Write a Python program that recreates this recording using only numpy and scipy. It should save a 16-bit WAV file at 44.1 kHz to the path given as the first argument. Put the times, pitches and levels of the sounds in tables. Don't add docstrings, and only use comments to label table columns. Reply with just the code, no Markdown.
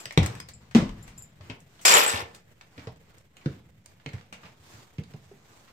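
import sys
import numpy as np
from scipy import signal
from scipy.fft import rfft, irfft
from scipy.io import wavfile
from scipy.ndimage import uniform_filter1d, minimum_filter1d

SR = 44100
rng = np.random.default_rng(int(sys.argv[2]) if len(sys.argv) > 2 else 0)


def unload_wav(signal):
    wavfile.write(
        sys.argv[1],
        SR,
        np.round(np.clip(np.atleast_2d(signal).T, -1, 1) * 32767).astype(np.int16),
    )


def attenuation_scalar(level_db):
    decades = np.asarray(level_db, float) / 20
    return 10 ** decades


N = 252252

# (time [s], peak level [dB], main pitch [Hz], upper pitch [Hz], upper level [dB])
FLOOR_BLOWS = [(0.056, -43, 125, 463, -4), (0.231, -32, 102, 380, 5.5), (0.401, -39.5, 167, 248, -24),
               (0.82, -17.5, 155, 330, -4), (1.402, -35.5, 95.4, 606, -11.5), (1.495, -27.5, 104, 260, 0.5),
               (2.135, -24.5, 99.2, 244, 0), (2.219, -31.5, 87.9, 364, -1.5), (2.776, -38, 260, 470, -2),
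               (2.869, -25, 114.3, 451, -2), (2.96, -45.5, 150, 258, -3), (4.443, -43.5, 179, 261, -10),
               (3.458, -13.5, 153.5, 234.5, 0), (3.548, -43, 108, 269, -16), (4.059, -29, 144, 265, 0.5),
               (4.135, -21.5, 104.8, 440, -16), (4.323, -41.5, 208, 278, -5), (4.59, -44.5, 92.4, 250, -17),
               (4.983, -19, 143, 244.6, -9), (5.138, -29.5, 144.9, 421, -9.5),
               (5.311, -42.5, 398.4, 401, -3)]
# (time [s], peak level [dB], main pitch [Hz], t60 [s], upper level
# [dB])
FURTHER_BLOWS = [
    (.173, -4, 159.7, 0.044, 2.5),
    (.185, -6.5, 92, 0.13, -6),
    (.748, -2, 229.8, 0.086, -8),
    (0.778, -10, 178, 0.06, -2),
    (1.936, -30, 100, 0.084, -2),
    (2.776, -36.5, 90.5, .12, -9),
    (4.738, -41.5, 106, 0.2, -6.5),
]
FIRM_T60_S, T60_S_PER_DB = .04, .0018
FURTHER_UPPER_RATIO = 1.75


def blows():
    floor = [(s, db, hz, FIRM_T60_S - T60_S_PER_DB * db, upper_hz, upper_db)
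             for s, db, hz, upper_hz, upper_db in FLOOR_BLOWS]
    further = [(s, db, hz, t60, FURTHER_UPPER_RATIO * hz, upper_db)
             for s, db, hz, t60, upper_db in FURTHER_BLOWS]
    return floor + further


def steps():
    out, t = np.zeros((2, N)), np.arange(SR // 3) / SR
    rows = blows()
    noise = rng.standard_normal((len(rows), 2, len(t)))
    for (left, other), (s, db, hz, t60, upper_hz, upper_db) in zip(noise, rows):
        boards = evened(band(np.array([left, left + .3 * other]), 70, 1.3 * min(hz, 200)))
        knock = band(np.array([left, left + 0.27 * other]), 1.2 * upper_hz, 2.16 * upper_hz)
        knock = evened(band(knock, 100, 1.76 * upper_hz))
        fade = attenuation_scalar(-60 * (t / t60) ** (1 + 0.61 * attenuation_scalar(db)))
        swing = fade * np.sin(2 * np.pi * hz * t)
        rumble = boards * attenuation_scalar(-60 * t / (2.8 * t60)) * (1 - np.exp(-t / 0.0045))
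        low = swing + attenuation_scalar(-11.5) * rumble
        high = ring(upper_hz, 0.55 * t60, t) + attenuation_scalar(-15) * knock * attenuation_scalar(-60 * t / (2.1 * t60))
        onset = 1 - np.exp(-t / 0.0015)
        add(out, s + .002, -attenuation_scalar(db - 1.5) * onset * (low + attenuation_scalar(upper_db) * high))
    return band(band(out, 60, 6000), 60, 9000)


# (time [s], peak level [dB], ring [Hz], brightness [dB], t60 [s])
LEFT_TICKS = [(0.056, -25, 1950, -6.5, 0.017), (0.108, -30.5, 2050, -21, 0.039),
              (0.175, -12.5, 3900, -13, 0.051), (0.23, -27, 1780, -7, 0.11),
              (0.261, -26, 1140, -0.5, 0.054), (0.352, -40.5, 1540, -2.5, 0.043),
              (0.401, -29.5, 5300, -5.5, 0.03), (0.711, -44, 1800, -10, 0.13),
              (0.892, -36.5, 1000, -14.5, 0.06), (1.079, -46, 2200, -7, 0.12),
              (1.409, -45, 1070, -22, 0.078), (1.499, -29, 2700, -37, 0.09), (1.603, -58, 7530, 7.5, 0.043),
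              (2.611, -41, 700, -13.5, 0.068), (2.779, -37.5, 1020, -28, 0.058),
              (2.871, -37, 1290, -20, 0.077), (2.96, -54, 1060, -6.5, 0.049),
              (3.182, -53, 7980, 0.5, 0.056), (3.459, -33, 1597, -20, 0.06), (4.133, -40, 1960, -11, 0.087),
              (4.326, -35, 2550, -8.5, 0.14)]
RIGHT_TICKS = [(0.124, -42, 1200, 4, 0.052), (0.487, -39, 4500, -0.5, 0.1), (0.749, -19, 1100, -14, 0.28),
               (2.794, -43, 2200, -18, 0.13), (3.368, -45, 2800, -6.5, 0.059),
               (3.86, -44, 1109, 3.5, 0.024), (3.999, -54, 1570, -27.5, 0.064),
               (4.061, -30, 2520, -23, 0.037), (4.09, -42, 2040, -16, 0.056),
               (4.182, -49, 2120, -22.5, 0.064), (4.211, -47.5, 1260, -22, 0.048),
               (4.983, -39, 2625, -21, 0.083), (5.036, -47, 4080, -7, 0.051),
               (5.137, -45.5, 1300, -16.5, 0.047)]
SCUFFS = [
    (1.074, -49.5, 2270, 5.5, 0.12),
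    (1.454, -60.5, 1150, -15, 0.07),
    (1.791, -43, 3420, -12, 0.1),
    (1.811, -48.5, 2240, 10, 0.3),
    (2.344, -47.5, 7680, 1, 0.13),
    (3.411, -45.5, 2510, -18, 0.084),
    (4.432, -39, 1300, -27, 0.099),
    (4.452, -40, 2500, -21.5, 0.1),
    (5.677, -45, 1240, -18, 0.12),
]
KNOCKS = [
    (1.853, -12.5, 7120, 5.5, 0.15),
    (2.09, -24.5, 2560, -5, 0.08),
    (2.175, -30, 3120, -5, 0.06),
    (2.348, -44, 4600, 3, 0.06),
]
# (frequency [Hz], level [dB])
GRIT_COLOUR = [(150, -17), (600, 0), (2000, 2.5), (5000, -4.5), (8500, -4), (9800, -19), (13000, -16),
               (16000, -18.5)]


def ticks(table, rise, pan_db):
    out, t = np.zeros((2, N)), np.arange(8192) / SR
    noise = evened(colour(rng.standard_normal((len(table), 3, len(t))), GRIT_COLOUR))
    for grit, top, (s, db, hz, bright_db, t60) in zip(noise, above(noise, 5600), table):
        ringing = band(grit, hz / 1.25, hz * 1.2) * attenuation_scalar(bright_db * (hz > 4500))
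        body = grit - top + 0.78 * ringing
        shared, *own = body + attenuation_scalar(bright_db + 5) * top
        crack = shared * attenuation_scalar(-60 * t / (.014 + 4 * rise))
        tail = .45 * np.array(own) * attenuation_scalar(-60 * t / max(t60, .005))
        add(out, s, attenuation_scalar(db) * (crack + tail) * (1 - np.exp(-t / rise)), pan_db)
    return out


# (time [s], first key [dB], second key [dB], third key [dB], small keys [dB])
STRIKES = [(0.0014, -45, -46, -49, -50), (0.4005, -61, -66, -42, -67), (0.5345, -47, -45.5, -56.5, -76.5),
           (1.0267, -52, -56, -72, -55.5), (1.178, -41, -48, -58, -50), (1.2221, -44.5, -51, -61, -53),
           (1.8525, -18.5, -24, -26, -32), (1.8629, -15.5, -31, -13.5, -32),
           (1.8846, -21.5, -22.5, -24, -27), (1.8994, -22.5, -22, -28, -38),
           (1.915, -19.5, -19.5, -36, -37), (1.938, -10, -14.5, -32, -20), (1.969, -27, -25, -29.5, -19),
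           (1.9994, -32.5, -31, -26, -25), (2.0354, -28, -31.5, -34, -27.5),
           (2.0614, -36, -20.5, -49.5, -47), (2.0776, -31, -21, -37, -35)]
# (frequency [Hz], level [dB], t60 [s])
KEYS = [
    [(7125, -2, .09), (7267, -1, .07), (7378, -3, .12)],
    [(7768, -2, .14), (8030, -9, .1), (8220, -10, .08)],
    [(5011, -4, .07), (5190, 0, .05), (6260, -6, .04), (2494, -6, .07)],
    [(11008, -6, .12), (11230, -6, .06), (13188, -4, .16), (13220, -6, .1)],
]
KEYS_PAN_DB = 4


def keys():
    out, t = np.zeros((2, N)), np.arange(SR // 3) / SR
    chance = rng.random((len(STRIKES), 2, 16))
    onset = 1 - np.exp(-t / 0.0003)
    for (turn, spot), (s, *levels_db) in zip(chance, STRIKES):
        for k, (strike_db, key) in enumerate(zip(levels_db, KEYS)):
            chime = np.zeros(len(t))
            for m, (hz, db, t60) in enumerate(key, start=4 * k):
                chime += attenuation_scalar(db + 5.4 * (spot[m] - .5)) * ring(hz, t60, t, turn[m])
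            add(out, s, attenuation_scalar(strike_db - 1) * chime * onset, KEYS_PAN_DB)
    hand_closes_s = 2.098
    return out * attenuation_scalar(-900 * np.maximum(np.arange(N) / SR - hand_closes_s, 0))


# (frequency [Hz], level [dB])
DRAG_COLOUR = [(59, -40), (100, -19), (295, -12.5), (471, 3), (662, -6), (752, 0.5), (1010, 1), (2520, 0.5),
               (5900, -8.5), (7290, -9.5), (9820, -15.5), (13200, -17), (16000, -28)]


def clatter():
    out, t = np.zeros((2, SR)), np.arange(1024) / SR
    for hz, cycles in zip(np.geomspace(560, 8500, num=30), rng.uniform(10, 40, size=30)):
        sizes = attenuation_scalar(6.0 * np.minimum(rng.exponential(1, SR), 3))
        knocks = sizes * (rng.random(SR) < 45 / SR)
        tone = ring(hz, cycles / hz + .004, t) * attenuation_scalar(read(DRAG_COLOUR, hz)) * hz ** .7
        part = signal.oaconvolve(knocks, tone)[:SR]
        out += attenuation_scalar(rng.normal(0, 2, (2, 1))) * np.array([part, np.roll(part, -16)])
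    return evened(out)


# (time [s], pressure [dB], edge contact [dB], which brightens it)
DRAG = [
    (1.85, -10, 2.5),
    (1.87, -18.5, 6),
    (1.93, -20.5, 4.5),
    (1.955, -13, -1.5),
    (2.0, -22, 2),
    (2.08, -26.5, -6),
    (2.1, -31, 5),
    (2.22, -37, -3.5),
    (2.27, -56, -16),
]
# (frequency [Hz], width [Hz], level [dB])
PANEL = [(565, 410, -29), (814, 120, -4), (1250, 20, -2), (1540, 49, 8.5), (2000, 96, -1), (2554, 13, -7.5),
         (3715, 77, -2.5)]
# (frequency [Hz], level [dB], t60 [s])
HUMS = [(854, -33, 0.49), (1780, -30, 0.5), (481, -33.5, 0.17)]
SIZZLE_DB, SIZZLE_FOLLOW = 2, 0.71


def drag():
    out, start = np.zeros((2, N)), round(DRAG[0][0] * SR)
    span = slice(start, start + SR)
    level_db, edge_db = curve(DRAG, axis=1)[span], curve(DRAG, axis=2)[span]
    sizes = attenuation_scalar(3. * np.minimum(rng.exponential(1, (3, SR)), 4)) * rng.choice([-1., 1.], (3, SR))
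    clumps = attenuation_scalar(2.4 * evened(uniform_filter1d(rng.standard_normal(SR), size=200)))
    shared, *own = sizes * clumps * (rng.random((3, SR)) < 3500 / SR)
    hits = np.array([shared, np.roll(shared, -16)]) + 1.2 * np.array(own)
    t = np.arange(8192) / SR
    panel = sum(attenuation_scalar(db) * np.sqrt(width) * ring(hz, 6.1 / width, t) for hz, width, db in PANEL)
    bunch = sum(attenuation_scalar(db) * ring(hz, t60, t) for key in KEYS for hz, db, t60 in key)
    panel_rings = evened(signal.oaconvolve(hits, panel[None], axes=1)[:, :SR])
    keys_ring = evened(signal.oaconvolve(hits, bunch[None], axes=1)[:, :SR])
    raw = evened(colour(hits, DRAG_COLOUR)) + 0.11 * panel_rings + 0.68 * clatter()
    raw += 0.04 * keys_ring * np.clip((level_db + 34) / 8, 0, 1)
    bright, sizzle = above(raw, 4000), above(raw, 11000)
    mix = raw - bright + attenuation_scalar(edge_db) * (bright - sizzle)
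    mix += attenuation_scalar(SIZZLE_DB + SIZZLE_FOLLOW * edge_db) * sizzle
    now = np.arange(SR) / SR
    on = np.clip(now / 0.002, 0, 1) * (now < DRAG[-1][0] - DRAG[0][0])
    mix *= attenuation_scalar(level_db + np.array([[1.2], [-1.2]])) * on
    hum = sum(attenuation_scalar(db - 28) * ring(hz, t60, now[:SR // 2]) for hz, db, t60 in HUMS)
    humming = signal.oaconvolve(mix, hum[None], axes=1)[:, :SR]
    out[:, span] = band(mix + humming, 230, 18000)
    return out


# (middle [s], level [dB], half length [s])
BRUSHES = [
    (.3, -48, 0.133),
    (.65, -63.5, 0.091),
    (1.05, -58, 0.28),
    (1.49, -56, .1),
    (2.3, -57, .12),
    (2.85, -57.5, 0.1),
    (3.12, -66.5, 0.13),
    (3.5, -57.5, .13),
    (4.15, -57.5, 0.14),
    (4.46, -56, 0.092),
]
SWISHES = [
    (0, -50.5, .11),
    (1.84, -60, .15),
    (2.74, -69.5, 0.15),
    (3.9, -68.5, .08),
    (4.74, -55, .15),
    (5.2, -66, .3),
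    (5.58, -60.5, .16),
]
# (frequency [Hz], level [dB])
RUSTLE_COLOUR = [(120, -33.5), (200, -5.5), (482, -8.5), (529, -12), (735, -9), (1040, -9), (2860, -15),
                 (7410, -11.5), (10500, -23.5), (15100, -21), (16000, -37)]
BRUSH_TOP_DB, SWISH_TOP_DB, STILL_DB = -12, -5.5, -76


def rustle():
    fibres = air(RUSTLE_COLOUR, patchy_db=1.2, flicker_db=1.2)
    top = above(fibres, 4000)
    body = above(fibres, 170) - top
    soles = swells(BRUSHES, fall_db=15) + attenuation_scalar(STILL_DB)
    cloth = swells(SWISHES, fall_db=13)
    treble = attenuation_scalar(BRUSH_TOP_DB) * soles + attenuation_scalar(SWISH_TOP_DB) * cloth
    return (soles + cloth) * evened(body) + treble * evened(top)


# (time [s], level [dB])
SWAY = [
    (.19, -54),
    (.77, -34),
]
SWAY_FADE_DB_PER_S, SWAY_REST_DB = 60, -86
BOOM_DB, BOOM_FOLLOW, BOOM_FADE_DB_PER_S, BOOM_REST_DB = -41.5, .72, 29, -69


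def flex():
    boom, sway = rng.standard_normal((2, N))
    boom = evened(band(band(boom, 60, 190), 55, 230))
    sway = evened(band(band(sway, 22, 55), 20, 60))
    shaken = [(s, BOOM_DB + BOOM_FOLLOW * db) for s, db, *_ in blows()]
    boom = boom * aftermath(shaken, BOOM_FADE_DB_PER_S, BOOM_REST_DB, rise=0.048)
    return boom + sway * aftermath(SWAY, SWAY_FADE_DB_PER_S, SWAY_REST_DB, rise=.015)


# (frequency [Hz], t60 [s])
CABIN = [(60, 0.15), (150, 0.35), (400, 0.54), (1500, .28), (5000, .25), (15000, 0.056)]


def cabin(x):
    taps = np.zeros((3, 2, SR // 2))
    jitter = rng.integers(0, 10, (3, 2, (SR // 2 - 121) // 10))
    at = np.arange(120, SR // 2 - 10, 10) + jitter
    np.put_along_axis(taps, at, rng.choice([-1., 1.], at.shape), 2)
    hz, t, z = signal.stft(taps, SR, nperseg=256)
    tail = signal.istft(z * attenuation_scalar(-60 * t / read(CABIN, hz)[:, None]), SR, nperseg=256)[1]
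    tail[:, 1] = tail[:, 0] + above(tail[:, 1] - tail[:, 0], 360)
    turn = 2 * np.pi * (40 * np.arange(N) / SR + np.arange(3)[:, None] / 3)
    fed = x.mean(0) * np.sqrt(2 / 3) * np.cos(turn / 2)
    tail = tail / np.linalg.norm(tail[0, 0])
    return signal.oaconvolve(fed[:, None], tail, axes=2)[..., :N].sum(0)


# (frequency [Hz], level [dB])
HISS_COLOUR = [(15, -29), (25, -7.5), (44, -12), (87, 0), (120, 1), (218, -9), (346, -12.5), (534, -10),
               (1080, -22.5), (2010, -16), (4920, -29), (7800, -26.5), (9950, -36.5), (14900, -28.5),
               (16200, -46.5)]
HISS_DB = -60.5


def hiss():
    return attenuation_scalar(HISS_DB - 2) * air(HISS_COLOUR, patchy_db=-0.06, flicker_db=4.0)


# (frequency [Hz], left-right likeness [0..1])
SAME = [(60, .85), (300, .8), (640, .35), (1400, 0.), (15000, 0.)]


def air(points, patchy_db, flicker_db):
    frames, hz = N // 256 + 5, np.fft.rfftfreq(512, 1 / SR)
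    a, b, c, d, patches = rng.standard_normal((frames, 257, 5)).T
    flicker = evened(uniform_filter1d(rng.standard_normal(frames), size=3))
    patches = uniform_filter1d(patches, size=8, axis=0)
    patches = evened(uniform_filter1d(patches, size=10, axis=1))
    same = np.clip(read(SAME, hz), -1, 1)[:, None]
    left, other = a + 1j * b, c + 1j * d
    z = np.array([left, same * left + np.sqrt(1 - same ** 2) * other])
    z *= attenuation_scalar(patchy_db * patches + flicker_db * flicker)
    noise = signal.istft(z, nperseg=512, noverlap=256)[1][:, :N]
    return evened(colour(noise, points))


def swells(rows, fall_db):
    now = np.arange(0, N, 64) / SR
    level = sum(attenuation_scalar(db - fall_db * ((now - s) / half) ** 2) for s, db, half in rows)
    return np.interp(np.arange(N) / SR, now, level)


def aftermath(rows, fade_db, rest_db, rise):
    now = np.arange(0, N, 64) / SR
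    power = attenuation_scalar(2 * rest_db)
    for s, db in rows:
        since = np.maximum(now - s, 0)
        power = power + (attenuation_scalar(db - fade_db * since) * (1 - np.exp(-since / rise))) ** 2
    return np.interp(np.arange(N) / SR, now, np.sqrt(power))


def ring(hz, t60, t, turn=0):
    return attenuation_scalar(-60 * t / t60) * np.sin(2 * np.pi * (hz * t + turn))


LAG_PER_DB = 5.5


def add(mix, s, sound, pan_db=0):
    lag = int(np.clip(LAG_PER_DB * pan_db, -19, 19))
    for port, side, row in zip(mix, (1, -1), sound * np.ones((2, 1))):
        start = max(round(s * SR) + side * lag // 2, 0)
        part = port[start:][:len(row)]
        part += attenuation_scalar(side * pan_db / 2) * row[:len(part)]


def read(points, hz):
    f, value = np.transpose(points)
    return np.interp(np.log(hz + 1), np.log(f + 1), value)


def curve(rows, axis):
    rows = np.asarray(rows)
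    return np.interp(np.arange(N) / SR, rows[:, 0], rows[:, axis])


def evened(x):
    return x / np.sqrt(np.mean(x ** 2) + 1e-20)


def colour(x, points):
    hz = np.fft.rfftfreq(x.shape[-1], 1 / SR)
    return irfft(rfft(x) * attenuation_scalar(read(points, hz)), x.shape[-1])


def band(x, lo_hz, hi_hz):
    sos = signal.butter(2, [lo_hz, min(hi_hz, SR / 2.1)], "band", fs=SR, output="sos")
    return signal.sosfilt(sos, x)


def above(x, hz):
    f = np.fft.rfftfreq(x.shape[-1], 1 / SR)
    return irfft(rfft(x) / (1 + (hz / (f + 1)) ** 6), x.shape[-1])


# (time [s], left-right level [dB])
FACING = [
    (0, 0.5),
    (.5, 1.7),
    (1.2, 1),
    (2.3, -1),
    (2.6, -1),
    (5.72, -1.5),
]


def scene():
    feet, chimes, scrape = steps(), keys(), drag()
    clicks = ticks(LEFT_TICKS + KNOCKS, rise=0.00024, pan_db=3.0)
    clicks = clicks + ticks(RIGHT_TICKS, rise=.0002, pan_db=-3.5)
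    clicks = clicks + ticks(SCUFFS, rise=0.0047, pan_db=0.6)
    wet = attenuation_scalar(-16.5) * feet + attenuation_scalar(-4) * clicks + attenuation_scalar(-3.5) * chimes + attenuation_scalar(-8.5) * scrape
    heard = feet + clicks + chimes + scrape + cabin(wet) + rustle() + flex() + hiss()
    return heard * attenuation_scalar(np.array([[.5], [-.5]]) * curve(FACING, axis=1))


def band_limit(x):
    return signal.sosfilt(signal.butter(12, 16730, fs=SR, output="sos"), x)


def record(dry):
    edge = signal.firwin(127, 15900, fs=SR)
    dry = signal.oaconvolve(dry, edge[None], "same", axes=1)
    room_left = np.minimum(.86 / (abs(dry).max(0) + 1e-9), 1)
    gain = uniform_filter1d(minimum_filter1d(room_left, size=257), size=129)
    return band_limit(dry * gain - 1 / 2000)


dry = scene()
out = record(dry)
unload_wav(out)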